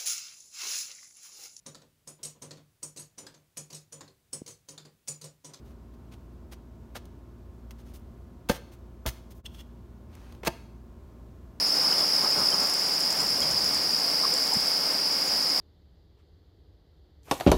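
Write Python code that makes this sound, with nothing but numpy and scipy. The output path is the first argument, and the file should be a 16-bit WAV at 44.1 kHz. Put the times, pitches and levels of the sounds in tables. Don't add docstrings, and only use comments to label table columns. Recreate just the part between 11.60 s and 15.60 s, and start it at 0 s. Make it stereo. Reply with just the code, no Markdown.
import sys
import numpy as np
from scipy import signal
from scipy.fft import rfft, irfft, next_fast_len
from scipy.io import wavfile
from scipy.ndimage import map_coordinates

SR = 44100
rng = np.random.default_rng(int(sys.argv[2]) if len(sys.argv) > 2 else 0)


def to_wav(s):
    ch = np.atleast_2d(s).T
    pcm = np.round(np.clip(ch, -1, 1) * 32767)
    wavfile.write(sys.argv[1], SR, pcm.astype(np.int16))


N = 176400


# strokes_per_s, mid_stroke_pitch_hz, level_db, start_s, stop_s
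NEAR_CRICKETS = [(64.95, 5080, -33, -1, 5), (70.7, 5030, -33, -1, 5), (53.38, 5050, -34.5, -1, 5),
                 (66.8, 4860, -34.5, 1.84, 5), (62.9, 5200, -31, -1, 1.05)]
# frequency_hz, gain_db
FAR_CRICKETS = [(3800, -37), (4300, -20.5), (4600, -16.5), (4830, -3.5), (5060, -8.5), (5350, -5.5),
                (5650, -8), (5950, -22.5), (6400, -32.5)]
# time_s, gain_db
CHORUS_SWELL = [(0, 0.9), (1.15, 0.1), (2.4, -0.15), (2.8, 0.45), (3.4, -0.4), (4, 0)]
# frequency_hz, gain_db
GROUND_PATH = [(4400, -1), (4620, -0.5), (4740, 0), (4870, 2.5), (4975, -4.5), (5060, 2), (5280, 0)]

def cricket_chorus():
    t, near, fade_s = clock(), np.zeros(N), 0.19
    for rate, pitch_hz, db, start, stop in NEAR_CRICKETS:
        gain = amp(db + 0.2 * wobble(2))
        fade = np.clip(np.minimum(t - start, stop - t) / fade_s + .5, 0, 1)
        near += gain * fade * unit(grass_scatter(wing_strokes(rate, pitch_hz)))
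    far = amp(-31.5) * noise(FAR_CRICKETS)
    return coloured(amp(curve(CHORUS_SWELL)) * (near + far), GROUND_PATH)


def wing_strokes(rate, pitch_hz):
    sounding_share, fall_hz, sag_hz = .76, 736.4, 599.3
    stroke_db, stroke_hz = rng.normal(0, 0.9, 1024), rng.normal(0, 30.34, 1024)
    pace = rate * (1 + .015 * wobble(2) + .015 * wobble(20))
    cycles = np.cumsum(pace) / SR + rng.random()
    stroke = cycles.astype(int)
    progress = np.clip(cycles % 1 / sounding_share, 0, 1)
    sag = sag_hz * np.maximum(2 * progress - 1, 0) ** 2
    phase = phase_of(pitch_hz + stroke_hz[stroke] - fall_hz * (progress - .5) - sag)
    envelope = arch(progress) ** 1.23 * amp(stroke_db[stroke])
    return unit(envelope * (np.sin(phase) + amp(-21.5) * np.sin(2 * phase)))


def grass_scatter(direct):
    t, t60_s = np.arange(SR // 4) / SR, 0.075
    tail = rng.standard_normal(len(t)) * amp(-60 * t / t60_s)
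    return direct + amp(-5) * signal.fftconvolve(direct, tail / np.linalg.norm(tail))[:N]


# first_pulse_s, last_pulse_s, pulse_count, level_db
PULSE_RUNS = [(-.003, 1.19, 16, -43), (1.272, 2.395, 15, -43.5), (3.535, 3.975, 7, -46),
              (3.677, 3.677, 1, -42)]
# frequency_hz, gain_db
RASP_SPECTRUM = [(6000, -37), (6600, 1), (7000, 12), (7600, -8), (8400, -28)]

def pulsing_insect():
    length_s, top_hz, arch_hz = 0.038, 6750.0, 168
    t, envelope, pitch = clock(), np.zeros(N), np.full(N, top_hz - arch_hz)
    for first, last, count, db in PULSE_RUNS:
        for centre in np.linspace(first, last, round(count)):
            pulse = arch((t - centre) / length_s + .5)
            envelope += amp(db) * pulse
            pitch += arch_hz * pulse
    whistle = unit(np.sin(phase_of(pitch + 50 * wobble(300))))
    rasp = amp(-2) * noise(RASP_SPECTRUM)
    return envelope * unit(whistle + rasp)


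# start_s, relative_level_db
CLOSE_TICKS = [(.9036, -27), (1.0045, -25), (1.0723, -26.5), (1.0981, -25.5), (1.138, -26), (1.1607, -32),
               (1.4048, -24), (1.506, -25), (1.5265, -24), (1.571, -26), (1.6048, -25), (1.616, -28),
               (1.704, -27.5), (1.805, -21), (1.9114, -23), (2.0448, -23.5), (2.1463, -24.5),
               (2.739, -23.5), (2.777, -29), (2.839, -27), (2.8705, -26), (2.938, -21.5), (3.007, -29),
               (3.071, -28)]
# start_s, stop_s
CRACKLE_SPANS = [(.88, 2.2), (2.72, 3.14)]
# pitch_hz, gain_db
TICK_RING = [(6800, -3), (7150, -1.5), (7500, -3), (8700, -12)]
# frequency_hz, gain_db
CRACK_SPECTRUM = [(3000, -34), (6000, 6), (7200, -7), (10000, 7), (12000, -4), (15000, -18)]

def dry_ticks():
    rise_s, detune_hz, crackles_per_s = 0.00052, 150, 30
    out, t, crack = np.zeros(N + SR), np.arange(SR // 50) / SR, noise(CRACK_SPECTRUM)
    envelope = t / rise_s * np.exp(1 - t / rise_s)
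    times = np.cumsum(rng.exponential(size=256)) / crackles_per_s
    crackle = [(s, -36.5) for s in times if any(start < s < stop for start, stop in CRACKLE_SPANS)]
    for start_s, db in CLOSE_TICKS + crackle:
        start = round(start_s * SR)
        span = slice(start, start + len(t))
        ring = sum(amp(gain) * np.sin(2 * np.pi * rng.normal(hz, detune_hz) * t + rng.normal(0, 0.5))
                   for hz, gain in TICK_RING)
        out[span] += amp(db - 4) * envelope * (ring + amp(-2) * crack[span])
    return grass_scatter(out[:N])


# start_s, length_s, start_pitch_hz, end_pitch_hz, level_db
FAR_BLIPS = [(0.314, 0.01, 1313, 1620, -35), (0.326, 0.0078, 2050, 3250, -26),
             (0.329, 0.0067, 3150, 2800, -32.5), (.34, 0.12, 3650, 3360, -48),
             (0.916, .02, 3050, 3180, -35), (1.813, 0.03, 3300, 3230, -37), (1.912, .03, 3090, 3000, -39),
             (2.63, 0.028, 1260, 1134, -32), (2.631, 0.029, 1012, 1107, -33.5),
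             (2.713, 0.054, 471, 553, -40), (2.909, 0.039, 930, 845, -34), (2.954, 0.025, 270, 158, -33)]

def far_blips():
    out, roughness = np.zeros(N), 0.88
    for start, length, start_hz, end_hz, db in FAR_BLIPS:
        progress = np.clip((clock() - start) / length, 0, 1)
        pitch = start_hz + (end_hz - start_hz) * progress
        out += amp(db) * arch(progress) * np.sin(phase_of(pitch))
    return out * (1 + roughness * wobble(300))


# centre_s, half_length_s, level_db
SOFT_PUFFS = [(0.3, 0.068, -38.5), (0.427, 0.033, -38), (0.648, 0.021, -32.5), (0.778, 0.016, -34),
              (0.825, 0.024, -35.5), (0.94, 0.017, -34.5), (1.019, 0.025, -36), (1.628, 0.024, -37)]
# frequency_hz, gain_db
PUFF_SPECTRUM = [(70, -29), (140, -2), (700, -2.5), (1300, -1.5), (1700, -12), (4000, -38)]

def soft_puffs():
    envelope = sum(amp(db) * bell(clock(), centre, half) for centre, half, db in SOFT_PUFFS)
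    return envelope * noise(PUFF_SPECTRUM)


# frequency_hz, gain_db
AIR_SPECTRUM = [(20, -57), (60, -7), (110, -13), (170, -3), (290, 1.5), (350, -1.5), (550, 2), (900, 0),
                (1600, -4), (2500, -6), (3800, -8.5), (6500, -9), (8500, -12), (12000, -13), (16000, -15)]
# frequency_hz, side_over_mid_db
AIR_WIDTH = [(40, -42), (170, -39), (350, -20), (1000, -21), (2500, -27), (3700, -19), (5000, -79),
             (6500, -20.5), (9000, -11.5), (14000, -8)]

def outdoor_air():
    mid, side = noise(AIR_SPECTRUM), coloured(noise(AIR_SPECTRUM), AIR_WIDTH)
    return amp(-35.5 + .5 * wobble(10.48)) * np.array([mid + side, mid - side])


# time_s, relative_level_db
RUMBLE_SWELL = [(0, -57), (.8, -55), (1.5, -60), (1.8, -45.5), (2.2, -50.5), (2.5, -63), (3.1, -66),
                (4, -66)]
# frequency_hz, gain_db
RUMBLE_SPECTRUM = [(20, -23), (65, -2.5), (110, -4.5), (170, 1.5), (300, -6), (600, -3), (1500, -21),
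                   (4000, -46)]

def low_rumble():
    return amp(curve(RUMBLE_SWELL) + 5) * noise(RUMBLE_SPECTRUM)


# pitch_hz, half_width_hz, level_db
FAR_DRONES = [(172, 15.6, -57), (291.5, 8.7, -54.5), (876, 41, -53.5), (2166, 40, -53.5), (9800, 170, -54)]

def far_drones():
    return sum(amp(db) * unit(filtered(rng.standard_normal(N), lambda hz: bell(hz, pitch, half)))
               for pitch, half, db in FAR_DRONES)


def amp(db):
    return 10 ** (np.asarray(db) / 20)


def unit(x):
    return x / np.sqrt(np.mean(x ** 2) + 1e-20)


def clock():
    return np.arange(N) / SR


def curve(points):
    return np.interp(clock(), *np.transpose(points))


def wobble(rate):
    return map_coordinates(rng.standard_normal(int(N * rate / SR) + 4), [clock() * rate])


def filtered(x, response):
    size = next_fast_len(N + SR // 4)
    return irfft(rfft(x, size) * response(np.fft.rfftfreq(size, 1 / SR)), size)[..., :N]


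def coloured(x, spectrum):
    points_hz, db = np.transpose(spectrum)
    return filtered(x, lambda hz: amp(np.interp(np.log(hz + 1), np.log(points_hz + 1), db)))


def noise(spectrum):
    return unit(coloured(rng.standard_normal(N), spectrum))


def phase_of(hz):
    return 2 * np.pi * np.cumsum(hz) / SR


def arch(progress):
    return np.sin(np.pi * np.clip(progress, 0, 1))


def bell(x, centre, sigma):
    return np.exp(-.5 * ((x - centre) / sigma) ** 2)


def scene():
    background = outdoor_air() + far_drones() + low_rumble()
    return background + cricket_chorus() + pulsing_insect() + far_blips() + soft_puffs() + dry_ticks()


def record(dry):
    return filtered(dry, lambda hz: hz < 15850)


dry = scene()
out = record(dry)
to_wav(out)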